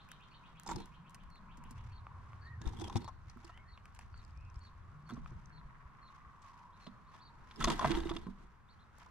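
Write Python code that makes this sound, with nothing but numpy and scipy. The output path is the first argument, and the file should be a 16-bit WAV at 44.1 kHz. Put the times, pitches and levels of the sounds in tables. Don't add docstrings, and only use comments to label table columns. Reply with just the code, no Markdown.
import sys
import numpy as np
from scipy import signal
from scipy.fft import rfft, irfft
from scipy.io import wavfile
from scipy.ndimage import uniform_filter1d

SR = 44100
rng = np.random.default_rng(int(sys.argv[2]) if len(sys.argv) > 2 else 0)


def wav_out(sig):
    wavfile.write(sys.argv[1], SR, np.round(np.clip(np.atleast_2d(sig).T, -1, 1) * 32767).astype(np.int16))


N = 401310
TIME = np.arange(N) / SR

# frequency in Hz, bandwidth in Hz, gain in dB when struck at the
# far end, gain in dB when struck on the rim.
PLANK_MODES = [(710, 35, -9.5, 11), (775, 83, 6.5, -33), (941, 74, 12.5, -2.5), (989, 88, 9, 7),
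               (1140, 120, 0.5, 6.5), (1302, 72, -2, 9.5), (1527, 39, -6, -19), (1566, 96, -42, 8.5),
               (2040, 13, -26, 12), (2750, 67, -23, -1), (3410, 126, -3, 3), (3650, 156, 0.5, -9),
               (4470, 160, -17.5, 0), (4800, 190, -13, -4.5), (6700, 99, -8, -23)]
# frequency in Hz, 60 dB decay time in seconds, left minus right in dB.
BOARD_MODES = [(139.6, 0.15, -2), (195.5, 0.27, -3.5), (236.7, 0.15, -14), (334.1, 0.17, -30),
               (342.6, 0.23, -4)]
# time in seconds, place from 0 (far end) to 1 (near rim).
PLACE = [(0, 0.033), (3.0, 0.1), (3.4, 0.66), (7.5, 0.33), (7.86, 0.67), (7.95, 0.47), (9.1, 0.39)]
# frequency in Hz, gain in dB.
SWAY_SPECTRUM = [(10, -7), (27, 5.5), (40, 0.5), (60, -1.5), (90, -11.5), (200, -40), (500, -81)]
RUSH_SPECTRUM = [(40, 10.5), (90, 7.5), (150, 8.5), (220, 4.5), (270, -3), (520, -9), (750, -6),
                 (1000, -1.5), (1300, 1), (2100, -12), (3000, -20.5), (4500, -26.5), (8000, -32.5),
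                 (16000, -43)]
HUSK_SPECTRUM = [(800, -7), (1200, 10.5), (2000, 10.5), (3500, 0), (6000, 0), (8000, -9.5), (10000, -11.5),
                 (13000, -18), (16000, -25)]
CLAW_SPECTRUM = [(300, 6.5), (700, -3.5), (3000, -10), (7000, -12), (10000, -19.5), (13000, -16.5),
                 (16000, -30)]
BOARD_SPECTRUM = [(60, -19.5), (130, 11), (220, 17.5), (280, 8.5), (340, 13.5), (450, 5.5), (560, -7),
                  (700, -10), (850, -41)]
SEED_SPECTRUM = [(1200, -3.5), (1800, 1.5), (3500, 0), (6500, -3.5), (9000, -7), (12500, -14.5),
                 (14500, -17), (16000, -44.5)]
# time in seconds, level in dB.
BREEZE = [(0, -81), (1.3, -62.5), (1.8, -51.5), (2.2, -72), (3.1, -60.5), (4.5, -62), (5.4, -56),
          (6.2, -71.5), (9.1, -69)]
# time in seconds, centre frequency in Hz, level in dB.
DRONE = [(0, 149.6, -70.5), (.9, 144.5, -62.5), (1.45, 195.2, -62.5), (1.65, 130.8, -59.5),
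         (1.85, 87.45, -51), (2.17, 81.9, -55), (2.55, 98.3, -49), (3.25, 88, -53.5), (3.6, 71.4, -62),
         (4.4, 75.3, -50), (4.8, 86.1, -57.5), (5.1, 150, -56), (5.6, 145, -62), (6.2, 90.1, -74.5),
         (7.3, 108.6, -67.5), (9.1, 79.4, -72)]
# time in seconds, rush level in dB, hum level in dB.
RUSH = [(0, -61, -69), (2.1, -60, -64), (3.3, -62.5, -73), (4.5, -62, -71), (5.3, -61, -68),
        (6.1, -62, -63), (7.4, -60, -66.5), (8.5, -63.5, -69.5), (9.1, -60.5, -81.5)]
# start, length and first note spacing in seconds, relative level in dB,
# pitch factor.
TRILLS = [(-.025, 1.26, .111, -59, 1.09), (1.487, .47, .134, -64, .99)]
# time from the onset in seconds, frequency in Hz, gain in dB.
TRILL_SHAPE = [(0, 2340, 9), (.015, 2650, 1), (.028, 3010, 10), (.04, 3960, -0.5), (.055, 4100, -54)]
CHIRP_SHAPE = [(0, 4100, -24), (.007, 4400, -14.5), (.016, 4490, -5.5), (.026, 4280, -7.5),
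               (.034, 3900, -19), (.040, 4350, -14), (.05, 4500, -4), (.06, 4260, -4.5), (.068, 3850, -5.5),
               (.076, 3300, -8)]
CHIP_SHAPE = [(0, 3170, -17), (.008, 3470, -8.5), (.018, 4250, -9), (.028, 4330, -8), (.038, 3950, -17),
              (.046, 3820, 1)]
# start in seconds, length in seconds, relative level in dB.
RUMMAGES = [(0, 0.92, -86), (1.707, 0.17, -77.5), (2.24, 0.099, -84), (3.284, 0.026, -76),
            (3.433, 0.043, -70), (3.946, .08, -74), (4.18, 0.15, -81.5), (4.553, 0.096, -78.5),
            (5.09, 0.069, -75), (5.279, 0.031, -77), (5.72, 0.33, -114), (6.117, 0.061, -82),
            (6.428, 0.16, -77.5), (6.81, 0.04, -72), (7.145, 0.015, -72), (7.497, 0.026, -74.5),
            (8.252, 0.23, -91), (9.0, 0.02, -69.5)]
# start and decay time in seconds, levels of the low band, the crack and the
# bright edge in dB, top of the edge in Hz.
SNAPS = [(0.0888, 0.00053, -74, -62, -61, 15000), (0.1162, 0.0014, -50.5, -50.5, -48, 12000),
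         (.598, 0.00068, -53, -58, -48.5, 14800), (0.634, 0.00055, -62, -68, -53, 14000),
         (.858, 0.001, -74, -75, -55, 13700), (1.096, 0.00062, -72, -79, -60, 14840),
         (1.106, .002, -65, -75, -66, 10000), (1.1455, 0.0054, -57, -55, -50.5, 9000),
         (1.235, .002, -76, -67, -68, 12100), (1.302, .003, -77, -74, -65, 12900),
         (1.357, 0.00092, -72, -58, -69, 14140), (1.572, 0.0066, -65, -66, -60.5, 7940),
         (1.639, 0.00077, -70, -60, -57, 14000), (1.708, 0.0065, -70, -66, -54.5, 12000),
         (3.478, 0.0012, -66, -59.5, -64, 8000), (3.575, .0015, -57, -55, -68, 7000),
         (3.7753, 0.0012, -56, -56, -71, 5970), (3.8555, 0.00092, -57, -53, -59, 9000),
         (3.9473, 0.0046, -61, -64, -61, 9000), (3.9904, 0.0018, -49.5, -52, -51.5, 7950),
         (4.01, 0.0031, -65, -60, -71, 6000)]
# start in seconds, relative level in dB, pitch factor.
CHIRPS = [(0.300, -59.5, 1), (0.762, -56, 0.95), (1.3, -57.5, 0.98), (1.912, -58.5, 1), (2.405, -58, 1.02),
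          (3, -54.5, 1), (3.672, -58, 0.99), (4.129, -59, 1.02), (4.6, -56, 1), (5.056, -59.5, 1),
          (5.515, -59, 0.98), (6.013, -58.5, 0.97), (6.803, -56, 0.96), (7.207, -55.5, 1.02)]
CHIPS = [(6.72, -65.5, 0.95), (7.062, -69, 1.04), (7.193, -59, 1), (8.215, -64, 0.99), (8.683, -59.5, 1.04),
         (8.786, -63, 0.96)]
# time and skid time scale in seconds, relative levels of plank
# ring, husk crack and claw tick in dB, left minus right in dB, pitches of the spot and the husk in Hz.
TAPS = [(0.6637, 0.0056, -44.5, -60, -53.5, -6, 850, 7500), (.675, 0.0018, -62, -56, -45, -2, 920, 5350),
        (.7125, 0.0042, -37.5, -56, -50, -4, 1000, 7200), (0.7192, 0.0016, -48, -53, -55, -3, 910, 7400),
        (0.7598, 0.0018, -46, -66, -48, 5.5, 860, 5540), (2.6165, 0.0018, -57, -55, -54.5, -2, 980, 6800),
        (2.6745, 0.0018, -52.5, -53, -53, 3, 870, 6000), (2.732, 0.0041, -52, -71, -65, -1, 860, 6190),
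        (2.798, 0.0017, -59, -64, -54, 5, 820, 3280), (2.811, .0053, -51.5, -57, -54, 8.5, 830, 6200),
        (2.8425, 0.0017, -50, -59, -52, 1, 824, 6000), (2.881, 0.0018, -50, -66, -54, 3, 810, 5850),
        (2.898, 0.0018, -43, -54, -56, 1, 1033, 6340), (2.9264, 0.0017, -58, -56.5, -62, 8, 1010, 5900),
        (2.957, 0.0031, -37.5, -45.5, -50, 4.5, 807, 6270), (2.967, 0.0047, -51, -47, -45, 0, 910, 5800),
        (3.0444, 0.0026, -50.5, -56, -56, 2, 1040, 5750),
        (3.0783, 0.0068, -44, -60.5, -59.5, 3, 1055, 6100),
        (3.2975, 0.0021, -74, -70, -57.5, 2, 1000, 6220), (3.3722, 0.0015, -55.5, -84, -72, -4, 1310, 6000),
        (3.446, 0.0032, -63, -69, -58.5, 2, 1030, 5470), (3.495, 0.0023, -49.5, -69, -78, -1, 1330, 5000),
        (5.167, 0.0043, -52.5, -71, -78, -1, 1090, 6240), (6.4197, 0.0068, -79, -84, -73, 17, 1100, 8000),
        (6.444, 0.0068, -54, -77, -76, -2, 1110, 5000), (6.8666, .0037, -51, -55, -69, 3, 630, 4500),
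        (7.141, 0.0087, -56, -64.5, -78, 1, 1020, 5000), (7.511, 0.002, -60.5, -53.5, -69, 0, 1110, 5240),
        (7.6046, 0.004, -44, -46, -48, -4.5, 1310, 5000), (7.61, 0.0034, -37.5, -44, -53, -1.5, 1317, 5000),
        (7.622, 0.005, -47, -39.5, -49, -2, 1350, 5030), (7.642, 0.0029, -30.5, -30, -31, 1.5, 1104, 6980),
        (7.653, 0.0019, -44, -39, -44, 4, 1120, 5000), (7.674, 0.002, -31.5, -39, -56, 1.5, 670, 5000),
        (7.683, 0.0034, -34.5, -42.5, -45, -1, 1030, 5070), (7.701, 0.003, -32, -33.5, -38, 0, 956, 4900),
        (7.717, 0.0062, -42, -42, -47, -1, 1020, 5000), (7.793, 0.0023, -30, -40.5, -45, -0.5, 1050, 6400),
        (7.811, 0.0042, -34, -46, -56, -2, 1010, 5000), (7.824, 0.002, -37, -53, -62, -4, 950, 5000),
        (7.847, 0.002, -26, -48, -51, -4, 653, 4950), (7.8597, 0.0011, -48, -41, -62, 9, 1310, 4700),
        (7.874, .001, -52, -42, -54, -4, 1100, 5200), (7.881, .001, -44, -45, -58, 3, 1100, 8600),
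        (7.907, 0.0017, -45, -40, -47, -1, 1000, 7550), (7.915, 0.0028, -48, -36, -45.5, -2, 980, 4040),
        (7.944, 0.0014, -51, -47, -62, -1, 990, 4500), (7.9508, 0.0011, -45, -40, -64, 2, 1005, 5450),
        (7.969, .0012, -44, -51, -68, -1, 1035, 4300), (8.0027, 0.00184, -49, -49, -54, -1, 990, 4530),
        (8.036, .001, -57, -50.5, -68, 0, 990, 4460), (8.072, 0.001, -59, -49, -71, -2, 995, 4230),
        (8.0935, 0.0048, -42, -43, -52, 0, 1183, 4300), (8.114, 0.0021, -41.5, -50.5, -70, -3, 965, 4500),
        (8.165, 0.0024, -46.5, -41.5, -53.5, -2, 1010, 4280),
        (8.268, 0.0016, -50, -64.5, -78, 0, 1050, 4500), (8.984, .0012, -60, -73, -62, -2, 970, 5500),
        (9.061, 0.0026, -56.5, -75, -72, -3, 1028, 5700)]
# start in seconds, peak level in dB, pitch of the spot in Hz.
PAWS = [(.686, -46, 360), (0.754, -47.5, 169), (.765, -45.5, 356), (1.581, -54, 235), (1.656, -52.5, 188),
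        (1.709, -51, 233), (2.612, -45, 141), (2.654, -49.5, 342.7), (2.817, -40.5, 360),
        (2.957, -32, 263.5), (3.362, -51.5, 255), (3.445, -55, 374), (5.105, -45, 167), (5.123, -40, 239),
        (5.139, -42, 147), (5.176, -43, 245), (5.316, -47, 155), (6.874, -44, 217), (7.605, -40, 153),
        (7.655, -42, 208), (7.673, -29.5, 270), (7.827, -36, 223), (7.859, -32.5, 139), (7.903, -29.5, 322),
        (7.946, -37, 340), (7.973, -31.5, 320), (8.015, -44, 335), (8.056, -33.5, 330), (8.109, -34.5, 326),
        (8.158, -41.5, 320), (8.267, -38.5, 193), (8.2843, -39, 196)]
# start and length in seconds, levels of scraping, scattered seed
# and board rumble in dB, fade in dB per second (negative grows).
DASHES = [(0.686, 0.12, -57.5, -61, -47.5, 58), (2.636, 0.38, -62, -65.5, -52.5, -7.5),
          (7.611, 0.11, -54.5, -49.5, -40, -18), (7.738, 0.21, -55, -55.5, -56.5, -7),
          (7.843, 0.26, -45.5, -50.5, -39, 42), (8.147, 0.31, -62, -62, -52, 61)]
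# start and length in seconds, plank and husk levels in dB, husk pitch in Hz.
SCRAPES = [(0.688, 0.03, -38, -47.5, 7500), (2.655, 0.012, -54, -55, 3670), (2.765, 0.028, -58, -55, 3400),
           (2.806, 0.016, -58, -54, 3470), (2.838, 0.013, -64, -48, 3350), (2.861, 0.018, -67, -54, 3230),
           (5.091, 0.025, -49, -54, 1580), (7.557, 0.0074, -63, -54.5, 5240),
           (7.602, 0.038, -48, -59, 3250), (7.675, 0.017, -42, -48, 3900), (7.819, 0.014, -40, -54, 3940),
           (7.95, 0.03, -56, -47, 3680), (8.048, 0.047, -54, -56, 3700), (9.001, 0.016, -55.5, -71, 3050)]
# start in seconds, level in dB, pitch in Hz, relative after-ring level in dB.
KNOCKS = [(0.6911, -37.5, 900, -13), (2.068, -43.5, 1174, -5), (2.332, -49, 1140, -15),
          (4.1421, -50.5, 1372, -5), (5.2602, -44, 1260, -8), (7.8452, -23, 1002, -3)]
# start in seconds, relative level
# in dB, pitch in Hz, left minus right in dB.
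BUMPS = [(0.751, -45, 115, 18), (2.665, -32, 46.3, 16.5), (2.953, -32.5, 101, 21), (4.373, -41.5, 75.6, 1),
         (4.565, -38, 62, 1), (5.355, -42.5, 71.6, 0), (5.649, -46.5, 32, 0), (5.853, -45, 54.2, 0),
         (6.267, -50.5, 66, 1), (7.651, -26.5, 38.7, 2), (7.946, -35, 34, 10)]
# start and length in seconds, level in dB, first, middle and last pitch
# in Hz, waver as a share of the pitch.
WHISTLES = [(2.413, .15, -57.5, 1530, 1896, 1710, 0.016), (2.582, 0.12, -61.5, 1510, 1730, 1710, 0.041),
            (3.49, 0.14, -67, 1700, 2030, 2230, 0.031), (3.493, 0.097, -71, 2670, 2970, 3160, .025),
            (3.636, .09, -68, 1690, 1904, 2020, 0.046), (4.34, 0.17, -71, 2309, 2550, 2560, 0.048)]
# start in seconds, level in dB, pitch of the shell in Hz.
NIBBLES = [(4.176, -62, 4640), (4.24, -69, 5230), (4.249, -61, 5160), (4.308, -71, 4960),
           (4.374, -65.5, 5800), (4.409, -72, 5250), (4.45, -70, 5300), (4.5, -65.5, 6260),
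           (4.543, -67, 4830), (4.559, -62, 5500), (4.592, -67, 8700), (4.64, -69, 5440),
           (5.136, -62, 6300), (5.145, -62, 6260), (5.157, -69, 6100), (5.218, -76, 6090),
           (5.273, -82, 6040), (5.306, -70, 6150), (5.458, -58.5, 6200), (5.472, -78, 6060),
           (5.496, -73, 6020)]


def undb(db):
    return 10 ** (np.asarray(db) / 20)


def unit(x):
    return x / np.sqrt(np.mean(x ** 2) + 1e-30)


def crest(x, size=132):
    return x / np.sqrt(uniform_filter1d(np.mean(x ** 2, axis=0), size).max() + 1e-30)


def noise(size=N):
    return rng.standard_normal((2, size))


def curve(rows, column=1):
    rows = np.array(rows)
    return undb(np.interp(TIME, rows[:, 0], rows[:, column], left=-140, right=-140))


def colour(x, spectrum):
    hz, db = np.transpose(spectrum)
    f = np.fft.rfftfreq(x.shape[-1], 1 / SR) + 1
    return irfft(rfft(x) * undb(np.interp(np.log(f), np.log(hz), db)), x.shape[-1])


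def band(x, lo, hi):
    return signal.sosfilt(signal.butter(3, [lo, min(hi, .45 * SR)], "band", fs=SR, output="sos"), x)


def narrow(hz, width_hz):
    slow = signal.sosfilt(signal.butter(2, width_hz / 2, fs=SR, output="sos"), noise() + 1j * noise())
    return unit(np.real(slow * np.exp(2j * np.pi * np.cumsum(hz + np.zeros(N)) / SR)))


def pan(db):
    return undb([[db / 2], [-db / 2]])


def spread(pair, side_db, pan_db=0):
    side = undb(side_db) * pair[1]
    return np.array([pair[0] + side, pair[0] - side]) * pan(pan_db)


def walk(rate):
    k = int(SR / rate)
    steps = np.repeat(rng.standard_normal(N // k + 1), k)
    return uniform_filter1d(uniform_filter1d(steps, k), k)[:N]


def bout(start, length, rise_db_s=288, fall_db_s=200.5):
    before, after = np.maximum(start - TIME, 0), np.maximum(TIME - start - length, 0)
    return undb(-rise_db_s * before - fall_db_s * after)


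def add(out, start, x):
    i = int(start * SR)
    a, b = max(i, 0), min(i + x.shape[-1], N)
    out[..., a:b] += x[..., a - i:b - i]


def decay(t60, size):
    return np.exp(-np.log(1000) * np.arange(size) / SR / t60)


def ring(hz, t60, size=8192):
    return np.sin(2 * np.pi * hz * np.arange(size) / SR) * decay(t60, size)


def resonate(force, response):
    return signal.fftconvolve(force, response[None], axes=1)[:, :force.shape[1]]


def place_at(seconds):
    return np.interp(seconds, *np.transpose(PLACE))


def trough(force, place, direct_db):
    response = 0
    for k, (hz, width, far_db, rim_db) in enumerate(PLANK_MODES):
        gain = (-1) ** k * undb(far_db + place * (rim_db - far_db)) * 2 * np.pi * width / SR
        response += gain * ring(hz, t60=np.log(1000) / np.pi / width, size=4096)
    return resonate(force, response) + undb(direct_db) * force


def grains(rate, scatter_db, t60):
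    hits = (rng.random(N) < rate / SR) * undb(scatter_db * np.minimum(rng.exponential(size=N), 4))
    power = signal.fftconvolve(hits ** 2, decay(t60, 1024) ** 2)[:N]
    return unit(np.sqrt(np.abs(power)) * noise())


def rough_noise(size, grit_db=4, hold=16):
    return undb(grit_db * np.repeat(rng.standard_normal(size // hold), hold)) * noise(size)


def note(shape, pitch, waver):
    times, hz, db = np.transpose(shape)
    t = np.arange(int(times[-1] * SR)) / SR
    wobble = 1 + waver * unit(uniform_filter1d(rng.standard_normal(len(t)), size=60))
    glide = uniform_filter1d(np.interp(t, times, hz), size=220) * pitch * wobble
    envelope = undb(np.interp(t, times, db)) * signal.windows.tukey(len(t), .15)
    return np.sin(2 * np.pi * np.cumsum(glide) / SR) * envelope


def trees(call, wet_db, t60, echo_db, count=5, size=26000):
    onset = 1 - np.exp(-np.arange(size) / SR / 0.00031)
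    response = unit(noise(size) * decay(t60, size) * onset) * undb(wet_db) / np.sqrt(size)
    delays = (SR * rng.uniform(.003, .025, count)).astype(int)
    response[:, delays] += undb(echo_db) / np.sqrt(count)
    return call + signal.fftconvolve(call[None], response, axes=1)[:, :N]


def breeze(gust_db=5):
    sway = unit(spread(colour(noise(), SWAY_SPECTRUM), side_db=-5, pan_db=2))
    return sway * curve(BREEZE) * undb(gust_db * walk(8.9))


def valley(waver_db=2, hiss_db=-95):
    drone_hz = np.interp(TIME, *np.transpose(DRONE)[:2])
    drone = unit(spread(narrow(drone_hz, width_hz=52), side_db=-32.5))
    drone *= curve(DRONE, column=2) * undb(waver_db * walk(6.5))
    rush = unit(spread(colour(noise(), RUSH_SPECTRUM), side_db=-4)) * curve(RUSH) * undb(walk(13))
    hum_hz = 1054 * (1 + .05 * walk(4))
    hum = unit(spread(narrow(hum_hz, width_hz=166), side_db=-27))
    hum *= curve(RUSH, column=2) * undb(waver_db * walk(6))
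    return drone + rush + hum + unit(band(noise(), 2500, 17000)) * undb(hiss_db)


def far_trill(gain_db=-14, fade_db_s=6, sag_oct_s=0.105, slowing=1.017):
    out = np.zeros(N)
    for start, length, gap, db, pitch in TRILLS:
        age = 0
        while age < length:
            for voice in (.94, 1.05):
                tone = note(TRILL_SHAPE, pitch * voice * 2 ** (-sag_oct_s * age), waver=0.055)
                add(out, start + age, undb(db + gain_db - fade_db_s * age) * tone)
            age, gap = age + gap, gap * slowing
    return trees(out, wet_db=4, t60=0.34, echo_db=-7)


def foraging(husk_db=3, gnaw_db=-1, fidget_db=2, idle_db=-85):
    husks = colour(grains(rate=320, scatter_db=2.5, t60=0.038), HUSK_SPECTRUM)
    husks = unit(spread(husks, side_db=-1.5)) * undb(husk_db)
    gnaw = trough(grains(rate=140, scatter_db=2, t60=0.012), place=0, direct_db=-7)
    gnaw = unit(spread(band(gnaw, 750, 3010), side_db=-17)) * undb(gnaw_db)
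    effort = undb(idle_db) + sum(undb(db) * bout(start, length) for start, length, db in RUMMAGES)
    return (husks + gnaw) * effort * undb(fidget_db * walk(25))


def husk_snaps(settle_db=-30, settle_s=0.036, size=4096):
    out, t = np.zeros((2, N)), np.arange(size) / SR
    for start, decay_s, low_db, crack_db, edge_db, top_hz in SNAPS:
        force = rough_noise(size) * (np.exp(-t / decay_s) + undb(settle_db) * np.exp(-t / settle_s))
        low = crest(spread(band(force, 750, 1760), side_db=-15)) * undb(low_db)
        crack = crest(spread(band(force, 1680, 2930), side_db=-24)) * undb(crack_db)
        edge = colour(force, [(2500, -30), (4400, 0), (top_hz, 0), (16000, -12)])
        add(out, start, low + crack + crest(spread(edge, side_db=-7)) * undb(edge_db))
    return out


def near_birds(chirp_db=-2.5):
    out = np.zeros(N)
    for start, db, pitch in CHIRPS:
        add(out, start, undb(db + chirp_db) * note(CHIRP_SHAPE, pitch, waver=0.0089))
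    for start, db, pitch in CHIPS:
        add(out, start, undb(db) * note(CHIP_SHAPE, pitch, waver=0.012))
    return trees(out, wet_db=-11.5, t60=0.72, echo_db=-4)


def claw_force(skid_s, settle_db=-29, bounce_db=-13, size=5120):
    t = np.arange(size) / SR
    slip = np.exp(-(t / (1.9 * skid_s)) ** 2) + undb(settle_db) * decay(0.45, size)
    slip *= 1 - np.exp(-t / (0.34 * skid_s + 1e-5))
    bounce = undb(bounce_db) * np.exp(-((t - rng.uniform(0.001, 0.0106)) / 0.00059) ** 2)
    force = rough_noise(size) * (slip + bounce)
    force[0, 8] += 0.87 * np.sqrt(skid_s * SR)
    return colour(force, CLAW_SPECTRUM) * (t < .9 * t[-1])


def claw_taps(lead_s=.0005, glancing_s=.0017):
    out = np.zeros((2, N))
    for time, skid_s, wood_db, crack_db, tick_db, pan_db, spot_hz, husk_hz in TAPS:
        force = claw_force(skid_s)
        light = skid_s < glancing_s
        plank = trough(force, place_at(time), direct_db=-1 if light else -13)
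        spot = resonate(band(force, 526, 2960), ring(spot_hz, t60=0.048, size=2048))
        husk = resonate(band(force, 3300, 12000), ring(husk_hz, t60=.011, size=1024))
        edge = band(np.diff(plank, prepend=0), 2200, 24000) if light else band(plank, 4220, 10650)
        wood = crest(band(plank, 900 if light else 600, 1530)) + undb(-1) * crest(spot)
        tick = crest(edge) + undb(-14 if light else -5) * crest(husk)
        low = crest(spread(wood, side_db=-7.5)) * undb(wood_db)
        mid = crest(spread(band(plank, 1830, 4520), side_db=-7.5)) * undb(crack_db)
        top = crest(spread(tick, side_db=-1.5)) * undb(tick_db + 1)
        add(out, time - lead_s, (low + mid + top) * pan(pan_db))
    return out


def paw_thumps(push_s=0.00049, reach_oct=0.25, thud_db=-8, size=8192):
    out, t = np.zeros((2, N)), np.arange(size) / SR
    for start, db, spot_hz in PAWS:
        board = sum(np.exp(-(np.log2(hz / spot_hz) / reach_oct) ** 2) * ring(hz, t60) * pan(pan_db)
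                    for hz, t60, pan_db in BOARD_MODES)
        board *= 1 - np.exp(-t / push_s)
        thud = colour(noise(size), BOARD_SPECTRUM) * t * np.exp(-t / 0.0055)
        add(out, start, crest(crest(board) + undb(thud_db) * crest(thud)) * undb(db))
    return out


def running(stumble_db=4.5, sway_db=-5, rise_db_s=558):
    rim = place_at(TIME)
    scrape, seed, out = 0, 0, 0
    for place, share in ((0, 1 - rim), (1, rim)):
        claws = trough(grains(rate=380, scatter_db=1, t60=0.014), place, direct_db=-7)
        spill = trough(grains(rate=2000, scatter_db=7.5, t60=0.047), place, direct_db=-9)
        scrape += np.sqrt(share) * unit(spread(band(claws, 520, 2640), side_db=-6))
        seed += np.sqrt(share) * unit(spread(colour(spill, SEED_SPECTRUM), side_db=-1.5))
    rumble = unit(spread(colour(noise(), BOARD_SPECTRUM), side_db=-1.5, pan_db=-4.5))
    sway = unit(spread(colour(noise(), SWAY_SPECTRUM), side_db=-15, pan_db=1.5))
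    for start, length, scrape_db, seed_db, rumble_db, fade_db_s in DASHES:
        effort = bout(start, length, rise_db_s, fall_db_s=260)
        effort *= undb(-fade_db_s * np.clip(TIME - start, 0, length))
        effort *= undb(stumble_db * walk(45))
        out += effort * (scrape * undb(scrape_db) + seed * undb(seed_db) + rumble * undb(rumble_db))
        out += sway * bout(start, length, rise_db_s, fall_db_s=90) * undb(rumble_db + sway_db)
    return out


def claw_scrapes(release_s=0.0039, rasp_db=-2, size=4096):
    out, t = np.zeros((2, N)), np.arange(size) / SR
    for start, length, wood_db, husk_db, hz in SCRAPES:
        force = rough_noise(size, grit_db=6, hold=64) * np.exp(-np.maximum(t - length, 0) / release_s)
        plank = band(trough(force, place_at(start), direct_db=-12), 636, 2430)
        squeal = resonate(force, ring(hz, t60=.02))
        husks = crest(squeal) + undb(rasp_db) * crest(colour(force, SEED_SPECTRUM))
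        add(out, start, crest(spread(plank, side_db=-27)) * undb(wood_db))
        add(out, start, crest(spread(husks, side_db=0)) * undb(husk_db))
    return out


def knocks(blow_t60=.007, ring_t60=0.026, overtone=1.91, overtone_db=-9, size=4096):
    out = np.zeros((2, N))
    for start, db, hz, after_db in KNOCKS:
        blow = ring(hz, blow_t60, size) + undb(overtone_db) * ring(overtone * hz, blow_t60, size)
        after_ring = undb(after_db) * ring(hz, ring_t60, size)
        add(out, start, crest(band(blow + after_ring, 635, 3500)[None]) * undb(db))
    return out


def low_bumps(gain_db=-1, t60=0.062, push_s=0.011, size=8192):
    out, t = np.zeros((2, N)), np.arange(size) / SR
    for start, db, hz, pan_db in BUMPS:
        rocking = ring(hz, t60, size) * (1 - np.exp(-t / push_s))
        add(out, start, crest(rocking[None]) * undb(db + gain_db) * pan(pan_db))
    return out


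def whistles(taper_db=8):
    out = np.zeros(N)
    for start, length, db, first_hz, middle_hz, last_hz, waver in WHISTLES:
        t = np.linspace(0, length, 9)
        arch = np.polyval(np.polyfit([0, length / 2, length], [first_hz, middle_hz, last_hz], 2), t)
        swell_db = -taper_db * (2 * t / length - 1) ** 2
        add(out, start, undb(db) * note(np.transpose([t, arch, swell_db]), 1, waver))
    return trees(out, wet_db=-4, t60=0.29, echo_db=-5)


def nibbling(crack_t60=0.0079, shell_t60=.008, crack_db=1, size=2048):
    out = np.zeros((2, N))
    for start, db, hz in NIBBLES:
        crack = band(noise(size) * decay(crack_t60, size), 4500, 8100)
        shell = resonate(crack, ring(hz, shell_t60, size))
        bite = crest(shell) + undb(crack_db) * crest(crack)
        add(out, start, crest(spread(bite, side_db=1)) * undb(db))
    return out


def chewing(start=5.5, length=0.81, level_db=-70):
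    crackle = band(grains(rate=70, scatter_db=2, t60=0.019), 950, 2040)
    return unit(spread(crackle, side_db=2.5)) * bout(start, length) * undb(level_db)


def scene():
    contacts = claw_taps() + knocks() + husk_snaps() + claw_scrapes() + paw_thumps()
    feeder = contacts + low_bumps() + running() + foraging() + nibbling() + chewing()
    return feeder + far_trill() + near_birds() + whistles() + breeze() + valley()


def record(dry, soften_hz=13000, top_hz=15900):
    ports = np.array([np.pad(dry[0], (2, 0))[:N], dry[1]])
    soft = signal.sosfilt(signal.butter(2, soften_hz, fs=SR, output="sos"), ports)
    return signal.sosfilt(signal.ellip(8, .2, 70, top_hz, fs=SR, output="sos"), soft)


dry = scene()
out = record(dry)
wav_out(out)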